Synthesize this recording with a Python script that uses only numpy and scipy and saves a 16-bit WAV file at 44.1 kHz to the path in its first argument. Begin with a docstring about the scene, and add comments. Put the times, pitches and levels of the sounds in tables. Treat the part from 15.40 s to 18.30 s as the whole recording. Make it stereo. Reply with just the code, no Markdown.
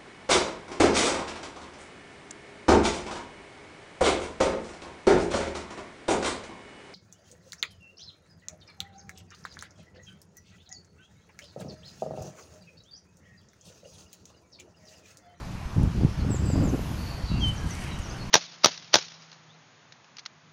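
"""Small birds call around a calm pond, echoed by the trees on the bank. From the start, gusts buffet
the right microphone port over a steady outdoor wash. Near 1 s come three thin falling calls; then a
high hiss swells and a buzzy trill follows. At 2 s a clear whistle sounds on the left, and quick
down-slurred chips, scattered far notes and a light ticking rustle close the scene.
Each call is a gliding near-sine tone; the wind is turbulent pressure, heard as lumpy low noise."""
import sys
import numpy as np
from scipy import signal
from scipy.fft import rfft, irfft
from scipy.io import wavfile
from scipy.ndimage import uniform_filter1d

SR = 44100
rng = np.random.default_rng(int(sys.argv[2]) if len(sys.argv) > 2 else 0)


def inscribe(sig):
    """Save sig as 16-bit PCM at rate SR to the path in sys.argv[1].

    A 1-D sig is mono; a 2-D sig holds one channel per row.
    Samples are clipped to [-1, 1] before scaling.
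    """
    pcm = np.round(np.clip(np.atleast_2d(sig).T, -1, 1) * 32767)
    wavfile.write(sys.argv[1], SR, pcm.astype(np.int16))


N = 127890
T = np.arange(N) / SR
FREQS = np.fft.rfftfreq(N, 1 / SR)

WAVER_S = 0.0033  # time scale of a voice's unsteadiness
LEFT_WIND_DB = -23.5  # left port relative to right


def amp(db):
    """Decibel law: 20 dB is a tenfold amplitude."""
    return 10 ** (np.asarray(db) / 20)


def unit(x):
    """Normalisation to rms 1."""
    return x / np.sqrt(np.mean(abs(x) ** 2) + 1e-20)


def over_frequency(table, hz, column=1):
    """Interpolation of a table column on a log-frequency axis."""
    columns = np.transpose(table)
    return np.interp(np.log(hz + 1), np.log(columns[0] + 1), columns[column])


def over_time(table, column=1):
    """Linear interpolation of a table column in time."""
    columns = np.transpose(table)
    return np.interp(T, columns[0], columns[column])


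def noise(spectrum):
    """Spectral shaping: white noise takes the given colour, at rms 1."""
    return unit(irfft(rfft(rng.standard_normal(N)) * amp(over_frequency(spectrum, FREQS)), N))


def drift(seconds):
    """Gaussian low-pass noise of rms 1, changing over the given time."""
    return unit(irfft(rfft(rng.standard_normal(N)) * np.exp(-(FREQS * seconds * 2) ** 2), N))


def gate(start, end, edge_s=0.0031):
    """Raised-cosine window: a note opens and closes without a click."""
    return np.sin(np.pi / 2 * np.clip(np.minimum(T - start, end - T) / edge_s + .5, 0, 1)) ** 2


def pan(db):
    """Level difference between the ports, as two gains; positive favours the left."""
    return amp(np.array([[db], [-db]]) / 2)


def sing(hz, level, pan_db, lead_ms, waver, octave_db=None):
    """Jitter and shimmer: a tone wavers in pitch and level; the left port leads by lead_ms."""
    on, out = level > 0, np.zeros((2, N))
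    shimmer_db = 420 * waver * drift(WAVER_S)
    peak = np.sqrt(2) * (level * unit(amp(shimmer_db)))[on]
    pitch = (hz * (1 + waver * drift(WAVER_S)))[on]
    lead_s = np.array([[.5], [-.5]]) * lead_ms / 1000
    phase = 2 * np.pi * (np.cumsum(pitch) / SR + pitch * lead_s)
    out[:, on] = peak * np.sin(phase) * pan(pan_db)
    if octave_db is not None:
        out[:, on] += peak * amp(octave_db) * np.sin(2 * phase)
    return out


def thin_calls():
    """Frequency glides: three very high calls slide down, roughened by random modulation."""
    # one contour per call: t/s, f/Hz, level/dB
    contours = [
        [(.895, 8400, -45), (.91, 7900, -36), (.925, 7680, -35), (.953, 7320, -34.5), (.972, 6630, -43)],
        [(1.05, 8100, -51), (1.06, 7950, -40.5), (1.08, 7620, -40.5), (1.108, 7780, -40), (1.122, 7400, -46),
         (1.143, 6600, -44)],
        [(1.236, 7400, -39), (1.272, 7020, -48.5), (1.29, 6500, -40), (1.304, 5860, -49)],
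    ]
    out = 0
    for call in contours:
        level = amp(over_time(call, column=2)) * gate(call[0][0], call[-1][0])
        out += sing(over_time(call), level, pan_db=-3.5, lead_ms=-0.046, waver=.011, octave_db=-26)
    return tree_echo(out, wet_db=-8.5)


def whistle():
    """A nearly pure falling tone, placed on the left by level and arrival-time differences."""
    # contour of the note: t/s, f/Hz, level/dB
    contour = [(2.006, 3226, -44), (2.022, 3240, -32.5), (2.045, 3106, -24.5), (2.073, 3059, -30.5),
               (2.103, 3050, -32), (2.121, 2920, -43)]
    level = amp(over_time(contour, column=2)) * gate(contour[0][0], contour[-1][0])
    voice = sing(over_time(contour), level, pan_db=13, lead_ms=0.13, waver=.002, octave_db=-25)
    return tree_echo(voice, wet_db=-15)


def chips():
    """Time scaling: one steep downward sweep is sung at four lengths."""
    # chips: onset t/s, duration/s, level/dB
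    notes = [(1.994, .038, -41), (2.153, .048, -44), (2.296, .042, -40.5), (2.617, .06, -43.5)]
    # their common sweep: fraction of duration, f/Hz, relative level/dB
    slur = [(0, 6950, -10), (.28, 6200, 0), (.6, 5760, -4), (1, 5400, -12)]
    fraction, hz, slur_db = np.transpose(slur)
    out = 0
    for start, length, db in notes:
        progress = (T - start) / length
        level = amp(db + np.interp(progress, fraction, slur_db)) * gate(start, start + length)
        out += sing(np.interp(progress, fraction, hz), level, pan_db=-7, lead_ms=-0.046, waver=.009)
    return tree_echo(out, wet_db=-5)


def trill(centre_hz=4500, sweep_hz=850, sweeps_per_s=140, jitter=.45):
    """Sawtooth frequency modulation: a fast, uneven train of down-sweeps fuses into a buzz."""
    # envelope: t/s, level/dB
    envelope = [(1.58, -50), (1.71, -47), (1.81, -55), (1.88, -44), (1.97, -50), (2.03, -49)]
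    cycle = np.cumsum(sweeps_per_s * (1 + jitter * drift(WAVER_S))) / SR % 1
    level = amp(over_time(envelope)) * gate(envelope[0][0], envelope[-1][0]) * np.sin(np.pi * cycle)
    voice = sing(centre_hz + sweep_hz * (.5 - cycle), level, pan_db=-4, lead_ms=0, waver=.004)
    return tree_echo(voice, wet_db=1.5)


def far_notes():
    """Short parabolic glides from deep in the trees; a strong share of echo conveys distance."""
    # onset t/s, duration/s, first f/Hz, middle f/Hz, last f/Hz, level/dB, left minus right/dB
    notes = [ (1.879, 0.067, 4080, 3920, 3880, -47, 1), (1.9, 0.093, 2706, 2780, 2840, -49.5, 12.5),
             (2.173, 0.117, 1720, 1623, 1600, -46.5, -0.5), (2.29, 0.115, 1883, 2180, 2230, -46.5, 1.5),
             (2.365, 0.08, 1895, 1890, 1855, -47, 3), (2.494, 0.07, 4050, 3850, 3830, -51, -9.5),
             (2.656, 0.093, 6520, 6340, 6190, -52, 2.5), (2.689, 0.0196, 5630, 6150, 6360, -46.5, -2.5),
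             (2.703, 0.023, 4530, 5060, 5260, -44.5, 1.5), (2.772, 0.086, 4630, 4324, 4460, -48, -3)]
    out = 0
    for start, length, first, middle, last, db, pan_db in notes:
        progress = np.clip((T - start) / length, 0, 1)
        arch = 4 * progress * (1 - progress)
        hz = first + (last - first) * progress + (middle - (first + last) / 2) * arch
        out += sing(hz, amp(db) * np.sqrt(arch), pan_db, lead_ms=-2 * pan_db, waver=.004)
    return tree_echo(out, wet_db=-3.5)


def chatter():
    """Multipath smearing: far song blurred by its echoes is heard as narrow bands of noise."""
    # Gaussian patches: middle t/s, half duration/s, centre f/Hz, half width/Hz, level/dB
    patches = [(.81, 0.018, 4300, 280, -48.5), (1.156, 0.077, 4830, 190, -48),
               (2.483, 0.052, 2240, 287, -44.5), (2.49, 0.11, 2930, 235, -47)]
    out = 0
    for middle, half_s, centre, half_hz, db in patches:
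        passband = np.exp(-.5 * ((FREQS - centre) / half_hz) ** 2)
        band = irfft(rfft(rng.standard_normal((2, N))) * passband, N)
        out += amp(db) * unit(band) * np.exp(-.5 * ((T - middle) / half_s) ** 2)
    return out


def tree_echo(dry, wet_db, delay_s=0.013, early_db=21.5, early_s=0.0069, t60_s=1):
    """Scattering by the trees adds dense early reflections and a faint exponential tail."""
    t = T[:SR]
    decay = (amp(-60 * t / t60_s) + amp(early_db) * np.exp(-t / early_s)) * (t > delay_s)
    response = rng.standard_normal((2, SR)) * decay / np.linalg.norm(decay)
    louder_side = dry[np.argmax((dry ** 2).sum(1))]
    source = louder_side * np.sqrt(dry.std(1).min() / dry.std(1).max())  # geometric mean of both levels
    return dry + amp(wet_db) * signal.fftconvolve(source[None], response, axes=1)[:, :N]


def wind(breeze_db=-32.5, rise_s=0.0059, fall_s=0.042, lump_s=0.005, lump_db=2.2, burst_db=3.5):
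    """Turbulent pressure at each port, far stronger on the right; flutter dies before rumble."""
    # gusts: onset t/s, duration/s, rumble level/dB, flutter level/dB
    gusts = [(0.362, 0.097, -14, -29.5), (0.549, 0.11, -18.5, -30), (0.777, 0.17, -20, -33),
             (0.993, 0.098, -18.5, -33.5), (1.132, 0.16, -18, -24), (1.321, 0.028, -23, -19.5),
             (1.392, 0.25, -27.5, -41.5), (1.899, 0.19, -19.5, -49.5), (2.229, 0.027, -21, -45)]
    # spectra of the low rumble and the higher flutter: f/Hz, relative density level/dB
    rumble_spectrum = [(15, -18.5), (60, 5.5), (130, 3), (190, -3), (450, -27), (1000, -70)]
    flutter_spectrum = [(100, -39.5), (250, 3.5), (350, -7.5), (500, -12), (2500, -42.5), (8000, -80)]
    rumble_power, flutter_power, ports = amp(breeze_db) ** 2, 0, []
    for start, length, rumble_db, flutter_db in gusts:  # incoherent sources add in power
        attack = np.clip((T - start) / rise_s + .5, 0, 1)
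        swell = attack * np.exp(-np.maximum(T - start - length, 0) / fall_s)
        rumble_power += (amp(rumble_db) * swell) ** 2
        flutter_power += (amp(flutter_db) * swell ** 2) ** 2
    for side_db in (LEFT_WIND_DB, 0):
        lumps = unit(amp(lump_db * drift(lump_s)))
        rumble = noise(rumble_spectrum) * lumps
        rumble /= np.sqrt(uniform_filter1d(rumble ** 2, size=2200))  # even power over 50 ms
        bursts = unit(amp(burst_db * np.minimum(drift(lump_s), 2)))
        flutter = noise(flutter_spectrum) * bursts
        ports.append(amp(side_db) * (np.sqrt(rumble_power) * rumble + np.sqrt(flutter_power) * flutter))
    return np.array(ports)


def buffets(decay_cycles=.7):
    """Damped pressure pulses as eddies strike the right port: large ones thud, small ones pop."""
    # eddies: t/s, f/Hz, peak level/dB
    eddies = [(.255, 55, -18), (.6335, 280, -11), (.6478, 150, -1.8), (.848, 420, -18.5), (.9045, 270, -11),
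              (.9445, 360, -15.5), (1.1015, 480, -16), (1.157, 450, -16), (1.1975, 110, -9),
              (1.393, 400, -17.5), (1.836, 55, -15), (1.917, 150, -11), (2.597, 60, -16)]
    out = 0
    for start, hz, db in eddies:
        cycles = hz * np.maximum(T - start, 0)
        attack = 1 - np.exp(-2 * np.pi * cycles)
        pulse = attack * np.sin(2 * np.pi * cycles) * np.exp(-cycles / decay_cycles)
        out += amp(db) * pulse / pulse.max()
    return out * amp([[LEFT_WIND_DB], [0]])


def sizzle(shared_power=0.21):
    """Partly coherent noise: a thin hiss, perhaps an insect, swells and fades on the left."""
    # spectrum: f/Hz, relative density level/dB
    spectrum = [(6500, -7.5), (8500, -16), (10000, -6.5), (11650, -9), (12250, -2), (12800, -16),
                (13600, -13), (15500, -31)]
    # envelope: t/s, level/dB
    envelope = [(1, -66.5), (1.42, -52), (1.69, -54.5), (2, -73)]
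    common = np.sqrt(shared_power) * noise(spectrum)
    separate = np.sqrt(1 - shared_power) * np.array([noise(spectrum), noise(spectrum)])
    return (common + separate) * amp(over_time(envelope)) * pan(db=9)


def rustle(grain_db=2, grain_s=0.0038, tick_decay_s=0.0044):
    """Friction noise from handling: light grainy rubbing and small, exponentially decaying ticks."""
    # spectrum: f/Hz, relative density level/dB
    spectrum = [(4000, -11), (7000, -11.5), (8700, -9.5), (11500, -17), (15500, -36)]
    # envelope of the rubbing: t/s, level/dB
    envelope = [(2.02, -61), (2.08, -47.5), (2.16, -57), (2.35, -46), (2.47, -50), (2.51, -55), (2.68, -59)]
    # ticks: t/s, onset level/dB
    ticks = [(0.4307, -43), (2.0823, -44), (2.439, -44), (2.5884, -43)]
    level = amp(over_time(envelope) + grain_db * drift(grain_s))
    for start, db in ticks:
        level = level + pan(db=5) * amp(db) * (T > start) * np.exp(-abs(T - start) / tick_decay_s)
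    return level * np.array([noise(spectrum), noise(spectrum)])


def wash(level_db=-36, start_db=-2.5, rise_s=1.6, patch_db=1.34):
    """Ambient field of air and far surroundings: partly coherent noise, rising a little at first."""
    # spectrum: f/Hz, relative density level/dB
    spectrum = [(20, -7.5), (55, 3.5), (130, -3.5), (450, -16), (950, -14), (1700, -19), (2800, -21),
                (3600, -24), (4600, -27.5), (7000, -30), (8500, -34), (12000, -46.5), (15500, -55)]
    # stereo image: f/Hz, coherence, left phase lead/rad, left minus right/dB
    image = [(49, 0.82, 1.5, 7.5), (624, 0.97, -0.73, -0.5), (3670, 0.35, 2, -1), (3890, 0.76, 1.61, -0.5),
             (5770, 1, -0.5, 0.5), (6840, 0.46, 2, -5), (8640, 0.97, 4, 4), (12700, 0.37, -2, -3)]
    frames, hz = N // 256 + 5, np.fft.rfftfreq(1024, 1 / SR)
    left_re, left_im, other_re, other_im, patches = rng.standard_normal((frames, len(hz), 5)).T
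    # soft patches of level, smoothed over frequency and then time
    patches = unit(uniform_filter1d(uniform_filter1d(patches, size=12, axis=0), size=14, axis=1))
    coherence, lead, pan_db = (over_frequency(image, hz, column)[:, None] for column in (1, 2, 3))
    left, other = left_re + 1j * left_im, other_re + 1j * other_im
    right = (coherence * left + np.sqrt(1 - coherence ** 2) * other) * np.exp(-1j * lead)
    colour = amp(over_frequency(spectrum, hz)[:, None] + patch_db * patches)
    spectrogram = np.array([left * amp(pan_db / 2), right * amp(-pan_db / 2)]) * colour
    air = unit(signal.istft(spectrogram, nperseg=1024, noverlap=768)[1][:, :N])
    return amp(level_db + start_db * np.maximum(1 - T / rise_s, 0)) * air


def scene():
    """Superposition: birds, wind and background add as pressures at the two ports."""
    birds = thin_calls() + whistle() + chips() + far_notes() + trill() + chatter()
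    return birds + wind() + buffets() + wash() + sizzle() + rustle()


def record(dry, cutoff_hz=15700):
    """Band limiting: the recorder acts as a steep linear-phase low-pass filter."""
    lowpass = signal.firwin(511, cutoff_hz, window=("kaiser", 9), fs=SR)
    return signal.oaconvolve(dry, lowpass[None], "same")


dry = scene()
out = record(dry)
inscribe(out)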